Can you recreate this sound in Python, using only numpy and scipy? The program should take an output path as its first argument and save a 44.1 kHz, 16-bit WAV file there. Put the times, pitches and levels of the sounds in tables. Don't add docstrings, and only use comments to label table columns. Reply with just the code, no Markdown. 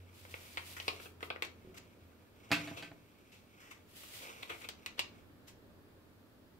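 import sys
import numpy as np
from scipy import signal
from scipy.io import wavfile

SR = 44100
rng = np.random.default_rng(int(sys.argv[2]) if len(sys.argv) > 2 else 0)


def digitize_waveform(pressure):
    field = np.atleast_2d(pressure).T
    bounded = np.clip(field, -1, 1)
    quanta = np.round(bounded * 32767).astype(np.int16)
    wavfile.write(sys.argv[1], SR, quanta)


N = 290775

# pitch_hz, width_hz, level_db
BODY_MODES = [(432, 198, 1.5), (694, 220, 1.5), (1147, 420, -1), (1580, 560, 3)]
# pitch_hz, width_hz, level_db
EDGE_MODES = [(5000, 4000, 1.5), (8570, 2350, -7.5), (12400, 15000, -6.5)]

STEADY_FLICKER_DB = 0.5


def from_db(db):
    return 10 ** (np.asarray(db) / 20)


def rms_one(x):
    return x / np.sqrt(np.mean(x ** 2) + 1e-20)


def peak_one(x):
    return x / np.max(np.abs(x))


def level_in_time(points):
    s, level_db = np.transpose(points)
    return np.interp(np.arange(N) / SR, s, level_db)


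def at_hz(points, hz):
    curve = np.array(points)
    return np.interp(np.log(hz), np.log(curve[:, 0]), curve[:, 1])


def drift(rate_hz):
    r = np.exp(-80 * np.pi * rate_hz / SR)
    noise = rng.standard_normal(N // 40 + 2002)
    slow = signal.lfilter([1], [1, -2 * r, r * r], noise)[2000:]
    return np.interp(np.arange(N) / 40, np.arange(len(slow)), rms_one(slow))


def ring(clicks, hz, t60):
    r = from_db(-60 / (t60 * SR))
    w = 2 * np.pi * hz / SR
    return signal.lfilter([0, np.sin(w)], [1, -2 * r * np.cos(w), r * r], clicks + 1e-18)


def resonate(x, modes):
    out = 0
    for k, (hz, width_hz, level_db) in enumerate(modes):
        r = np.exp(-np.pi * width_hz / SR)
        gain = (-1) ** k * from_db(level_db) * (1 - r * r) / 2
        feedback = [1, -2 * r * np.cos(2 * np.pi * hz / SR), r * r]
        out = out + signal.lfilter([gain, 0, -gain], feedback, x)
    return out


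def half_octaves():
    edges = 20 * 2 ** np.arange(0, 10.1, .5)
    return [(np.sqrt(lo * hi), signal.butter(2, [lo, hi], "band", fs=SR, output="sos"))
            for lo, hi in zip(edges, edges[1:])]


def burst(t60, rise=0, size=8192):
    snap_db = 18
    t = np.arange(size) / SR
    noise = rng.standard_normal(size)
    if rise == 0:
        noise[0] = from_db(snap_db)
    swell = np.clip(t / rise, 0, 1) ** 2 if rise else 1
    return noise * swell * from_db(-60 * np.maximum(t - rise, 0) / max(t60, .002))


def add(track, s, sound):
    i = round(s * SR)
    track[..., i:i + sound.shape[-1]] += sound[..., :N - i]


def banded_noise(spectrum, likeness, flicker_db):
    out = 0
    together = drift(0.3)
    white = rng.standard_normal((2, 2, N))
    for k, (hz, sos) in enumerate(half_octaves()):
        mid, side = signal.sosfilt(sos, white[k % 2])
        alike = np.clip(at_hz(likeness, hz), -1, 1)
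        gain = from_db(at_hz(spectrum, hz) + flicker_db * (2.1 * together + drift(3.7)))
        out = out + gain * (np.sqrt(1 + alike) * mid + np.sqrt(1 - alike) * side * [[1], [-1]])
    return rms_one(out)


def sheet(hz):
    # pitch_ratio, width_ratio (both times the sheet pitch), level_db
    sheet_modes = [(0.699, 0.53, -4), (0.998, 0.13, 3), (1.35, 0.7, -11), (1.899, 0.82, -15.5)]
    return [(ratio * hz, width * hz, level_db) for ratio, width, level_db in sheet_modes]


def paper(t60, rise, sheet_db, body_db, edge_db, hz):
    alike = 0.41
    shared = burst(t60, rise)
    apart = np.array([burst(t60, rise), burst(t60, rise)])
    hit = np.sqrt(alike) * shared + np.sqrt(1 - alike) * apart
    return (from_db(sheet_db) * peak_one(resonate(hit, sheet(hz)))
            + from_db(body_db) * peak_one(resonate(hit, BODY_MODES))
            + from_db(edge_db) * peak_one(resonate(hit, EDGE_MODES)))


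def flicks():
    # start_s, sheet_db, hollow_body_db, bright_edge_db (peaks before panning), sheet_hz, t60_s
    flick_rows = [(0.251, -45, -42, -70, 2150, 0.038), (0.341, -30.5, -30, -54, 2200, 0.028),
                  (0.5724, -21, -30, -66, 2330, 0.041), (0.5790, -26, -43, -62, 2250, 0.038),
                  (0.8002, -28, -37, -57, 3000, .04), (0.8806, -15.5, -24, -56, 2560, 0.052),
                  (1.2067, -41, -65, -57, 1860, 0.078), (1.2284, -26, -29.5, -62, 2190, 0.045),
                  (1.3026, -24, -26, -75, 2395, 0.059), (1.361, -36, -33.5, -75, 2000, 0.026),
                  (1.4227, -19, -28.5, -29.5, 2440, 0.051), (1.4493, -42, -38, -34, 2560, 0.071),
                  (4.6884, -29, -31.5, -27.5, 3060, 0.052), (4.8613, -25.5, -41, -29, 2520, 0.043),
                  (4.9926, -16.5, -28.5, -23.5, 2780, 0.058)]
    out = np.zeros((2, N))
    for s, sheet_db, body_db, edge_db, hz, t60 in flick_rows:
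        add(out, s, paper(t60, 0, sheet_db, body_db, edge_db, hz))
    return out


def rustles():
    # start_s, sheet_db, hollow_body_db, bright_edge_db (peaks before panning),
    # sheet_hz, rise_s, t60_s
    rustle_rows = [(0.764, -37.5, -43, -43, 1930, 0.0029, 0.16),
                   (0.994, -41.5, -38.5, -61, 2430, 0.0054, 0.055),
                   (1.05, -45, -38, -55, 2430, 0.0084, 0.062), (1.738, -48, -48, -53.5, 2250, 0.0066, 0.16),
                   (1.753, -41, -62, -44, 2600, 0.0298, 0.02),
                   (2.756, -37.5, -38.5, -45.5, 2640, 0.018, 0.24),
                   (3.305, -49.5, -71, -55, 2680, 0.019, 0.37), (3.598, -51.5, -65, -56, 1980, 0.0056, 1),
                   (3.700, -40, -45.5, -47.5, 2220, 0.014, 0.086),
                   (4.031, -47, -45, -62, 2320, 0.0024, 0.063),
                   (4.419, -29.5, -39, -49, 2400, 0.013, 0.013),
                   (4.49, -30.5, -32, -48, 2200, 0.0087, 0.16), (4.601, -41.5, -50, -54, 2370, .018, 0.14),
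                   (4.630, -37, -39, -51, 2400, 0.018, 0.044), (4.968, -40.5, -38, -50, 2920, 0.015, 0.11),
                   (5.461, -50, -67, -46, 2480, 0.022, 0.13)]
    out = np.zeros((2, N))
    for s, sheet_db, body_db, edge_db, hz, rise, t60 in rustle_rows:
        add(out, s, paper(t60, max(rise, .001), sheet_db, body_db, edge_db, hz))
    return out


def crinkle(per_s=4000):
    # time_s, level_db
    crinkle_level = [(0, -70.5), (.2, -71.5), (.33, -62.5), (.6, -66), (.95, -57), (1.04, -57), (1.12, -81),
                     (1.6, -71), (2.3, -76), (2.48, -63.5), (2.6, -49.5), (2.8, -58.5), (2.97, -72),
                     (3.15, -72.5), (3.28, -68.5), (3.45, -73), (3.68, -61.5), (3.86, -76), (4.04, -78),
                     (4.14, -82), (4.23, -50), (4.31, -53.5), (4.47, -61), (4.75, -69.5), (5.2, -70),
                     (5.5, -129)]
    sheet_hz, body_db, edge_db = 2278, -4, -18
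    sizes = from_db(2.7 * np.minimum(rng.exponential(1, N), 5)) * rng.choice([-1, 1], N)
    clumps = from_db(4 * drift(25))
    grains = sizes * (rng.random(N) < per_s * clumps / SR)
    sound = (resonate(grains, sheet(sheet_hz))
             + from_db(body_db) * resonate(grains, BODY_MODES)
             + from_db(edge_db) * resonate(grains, EDGE_MODES))
    return from_db(level_in_time(crinkle_level)) * rms_one(sound)


def flow():
    # start_s, hold_s, level_db
    surges = [(0.097, 0.11, -62), (0.25, 0.6, -57.5), (0.62, 0.053, -52.5), (0.73, 0.18, -62),
              (0.967, 0.02, -54.5), (1.182, 0.011, -57.5), (3.843, 0.03, -63), (3.912, 0.19, -53),
              (4.09, 0.092, -49.5), (4.22, 0.22, -61.5), (4.47, 0.12, -59.5)]
    rise_s, t60_s = .055, .28
    t = np.arange(N) / SR
    power = 0
    for s, hold, level_db in surges:
        swell = np.clip((t - s) / rise_s, 0, 1) ** 2
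        since_hold = np.maximum(t - s - rise_s - hold, 0)
        power = power + (swell * from_db(level_db - 60 * since_hold / t60_s)) ** 2
    return np.sqrt(power)


def powder(flutter_db=0.5, grain_db=1.0):
    # pitch_hz, relative level_db per Hz
    powder_colour = [(1500, -6), (2500, 1.5), (4000, -1), (6000, -6.5), (9000, -5), (12500, -7),
                     (16000, -7)]
    hiss = banded_noise(powder_colour, [(1000, 0.067), (16000, 0.043)], STEADY_FLICKER_DB)
    return flow() * from_db(flutter_db * drift(30) + grain_db * drift(170)) * hiss


def knocks():
    # start_s, peak_db (before low cut and panning), contact_s, rattle_t60_s
    knock_rows = [(2.507, -31, 0.00014, 0.02), (2.516, -15, 0.000014, 0.21), (2.6745, -35, 0.000013, 0.16),
                  (2.714, -32, 0.00029, 0.029), (2.825, -34.5, 0.000013, 0.18),
                  (2.916, -37.5, 0.00011, 0.011)]
    # pitch_hz, level_db (before scatter), longest t60_s
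    worktop_modes = [(119.4, -8.5, 0.49), (167, -4, 0.31), (230, -16, 0.16), (295, 2, 0.35),
                     (407, -3, 0.089), (530, -7, 0.15), (670, 6.5, 0.095), (823, 2, 0.086), (996, 1, 0.086),
                     (1160, -5.5, 0.033), (1544, 0, 0.18), (1850, -1.5, 0.083), (2070, -14, 0.072),
                     (2830, -11, 0.036), (2960, 3, 0.12), (3720, -28, 0.031), (4540, 1, 0.034)]
    clatter_hz, clatter_db, crack_db = 2570, 22, -4
    scatter_db = 2
    settle_s = .03
    size = 16384
    click = signal.unit_impulse(size)
    out = np.zeros((2, N))
    for s, peak_db, contact, t60 in knock_rows:
        apart = np.array([burst(t60, size=size), burst(t60, size=size)])
        rattle = burst(t60, size=size) + 0.15 * apart
        crack = from_db(crack_db) * resonate(rattle, EDGE_MODES)
        clatter = from_db(clatter_db) * resonate(rattle, sheet(clatter_hz))
        modes = 0
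        for hz, level_db, mode_t60 in worktop_modes:
            height = from_db(level_db + scatter_db * rng.standard_normal())
            modes = modes + height * ring(click, hz, min(mode_t60, t60 + settle_s))
        r = np.exp(-1 / (max(contact, 1e-5) * SR))
        sound = signal.lfilter([(1 - r) ** 2], [1, -2 * r, r * r], crack + clatter + modes)
        add(out, s, from_db(peak_db) * peak_one(sound))
    return signal.sosfilt(signal.butter(4, 90, "high", fs=SR, output="sos"), out)


def bump():
    # start_s, peak_db (before panning)
    bump_rows = [(1.648, -42.5), (1.673, -40), (1.697, -46.5)]
    # pitch_hz, level_db, t60_s
    bump_modes = [(205, -4, 0.1), (306, -4, 0.05), (378, 0, 0.3), (496, -8, 0.034)]
    push_s = .0015
    force = np.zeros(16384)
    add(force, 0, np.hanning(round(push_s * SR)))
    thud = peak_one(sum(from_db(db) * ring(force, hz, t60) for hz, db, t60 in bump_modes))
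    out = np.zeros(N)
    for s, peak_db in bump_rows:
        add(out, s, from_db(peak_db) * thud)
    return out


def hum():
    # time_s, rms level_db
    hum_level = [(0, -53.5), (.25, -66.5), (.33, -57), (.5, -71), (.6, -60), (1.5, -62.5), (1.85, -84),
                 (2.03, -63.5), (2.35, -73)]
    start_hz, sag_hz_per_s, waver_db = 90.6, 3.6, 1.5
    t = np.arange(N) / SR
    fade = np.clip((hum_level[-1][0] - t) / 0.033, 0, 1)
    level = from_db(level_in_time(hum_level) + waver_db * drift(12))
    turns = start_hz * t - sag_hz_per_s * t ** 2 / 2
    return np.sqrt(2) * fade * level * np.sin(2 * np.pi * turns)


def kitchen(x):
    # pitch_hz, t60_s
    kitchen_decay = [(150, 0.9), (500, 0.35), (2000, 0.23), (6000, 0.26), (14000, 0.022)]
    t = np.arange(SR // 2) / SR
    white = rng.standard_normal((2, 2, len(t)))
    echoes = 0
    for k, (hz, sos) in enumerate(half_octaves()):
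        mid, side = signal.sosfilt(sos, white[k % 2])
        apart = np.clip(hz / 1000, .3, 1)
        decay = from_db(-60 * t / at_hz(kitchen_decay, hz))
        echoes = echoes + (mid + apart * side * [[1], [-1]]) * decay
    echoes = echoes * np.clip(t / 0.0025, 0, 1)
    echoes = echoes / np.sqrt(np.sum(echoes ** 2) / 2)
    return signal.fftconvolve(x, echoes, axes=1)[:, :N]


def room_air():
    # pitch_hz, relative level_db per Hz
    air_colour = [(12, -41), (20, 13), (27, -24.5), (108, 1), (140, -13), (185, -7), (235, -8.5),
                  (304, -3.5), (370, -9.5), (649, -14), (823, -22), (1040, -20), (1240, -18), (2640, -30),
                  (3500, -28.5), (4550, -51), (7700, -120)]
    # pitch_hz, likeness (-1 to 1)
    air_likeness = [(60, 0.86), (180, 0.79), (550, 0.53), (1650, 0.067), (4970, -0.71), (15000, -0.59)]
    level_db = -61
    return from_db(level_db) * banded_noise(air_colour, air_likeness, STEADY_FLICKER_DB)


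def mic_hiss():
    # pitch_hz, relative level_db per Hz
    mic_colour = [(2000, -8), (4000, 3), (8000, -12.5), (10500, 18), (13000, -13.5), (16000, -0.5)]
    level_db = -72.5
    return from_db(level_db) * banded_noise(mic_colour, [(1000, 0), (16000, 0.012)], 0)


def late_right(x):
    lag_s = .00037
    return np.array([x[0], np.roll(x[1], round(lag_s * SR))])


def pan(db):
    return from_db([[-db], [db]])


def scene():
    sachet = (flicks() + rustles()) * pan(-(-1.5) / -2)
    sachet = sachet + crinkle() * pan(.6)
    over_bowl = late_right(sachet + powder())
    worktop = knocks() + bump()
    echoes = from_db(-8) * kitchen(sachet + worktop)
    background = hum() + room_air() * pan(.5) + mic_hiss()
    return over_bowl + worktop * pan(.7) + echoes + background


def record(dry):
    cutoff_hz = 15700
    return signal.sosfilt(signal.ellip(14, .5, 80, cutoff_hz, fs=SR, output="sos"), dry)


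dry = scene()
out = record(dry)
digitize_waveform(out)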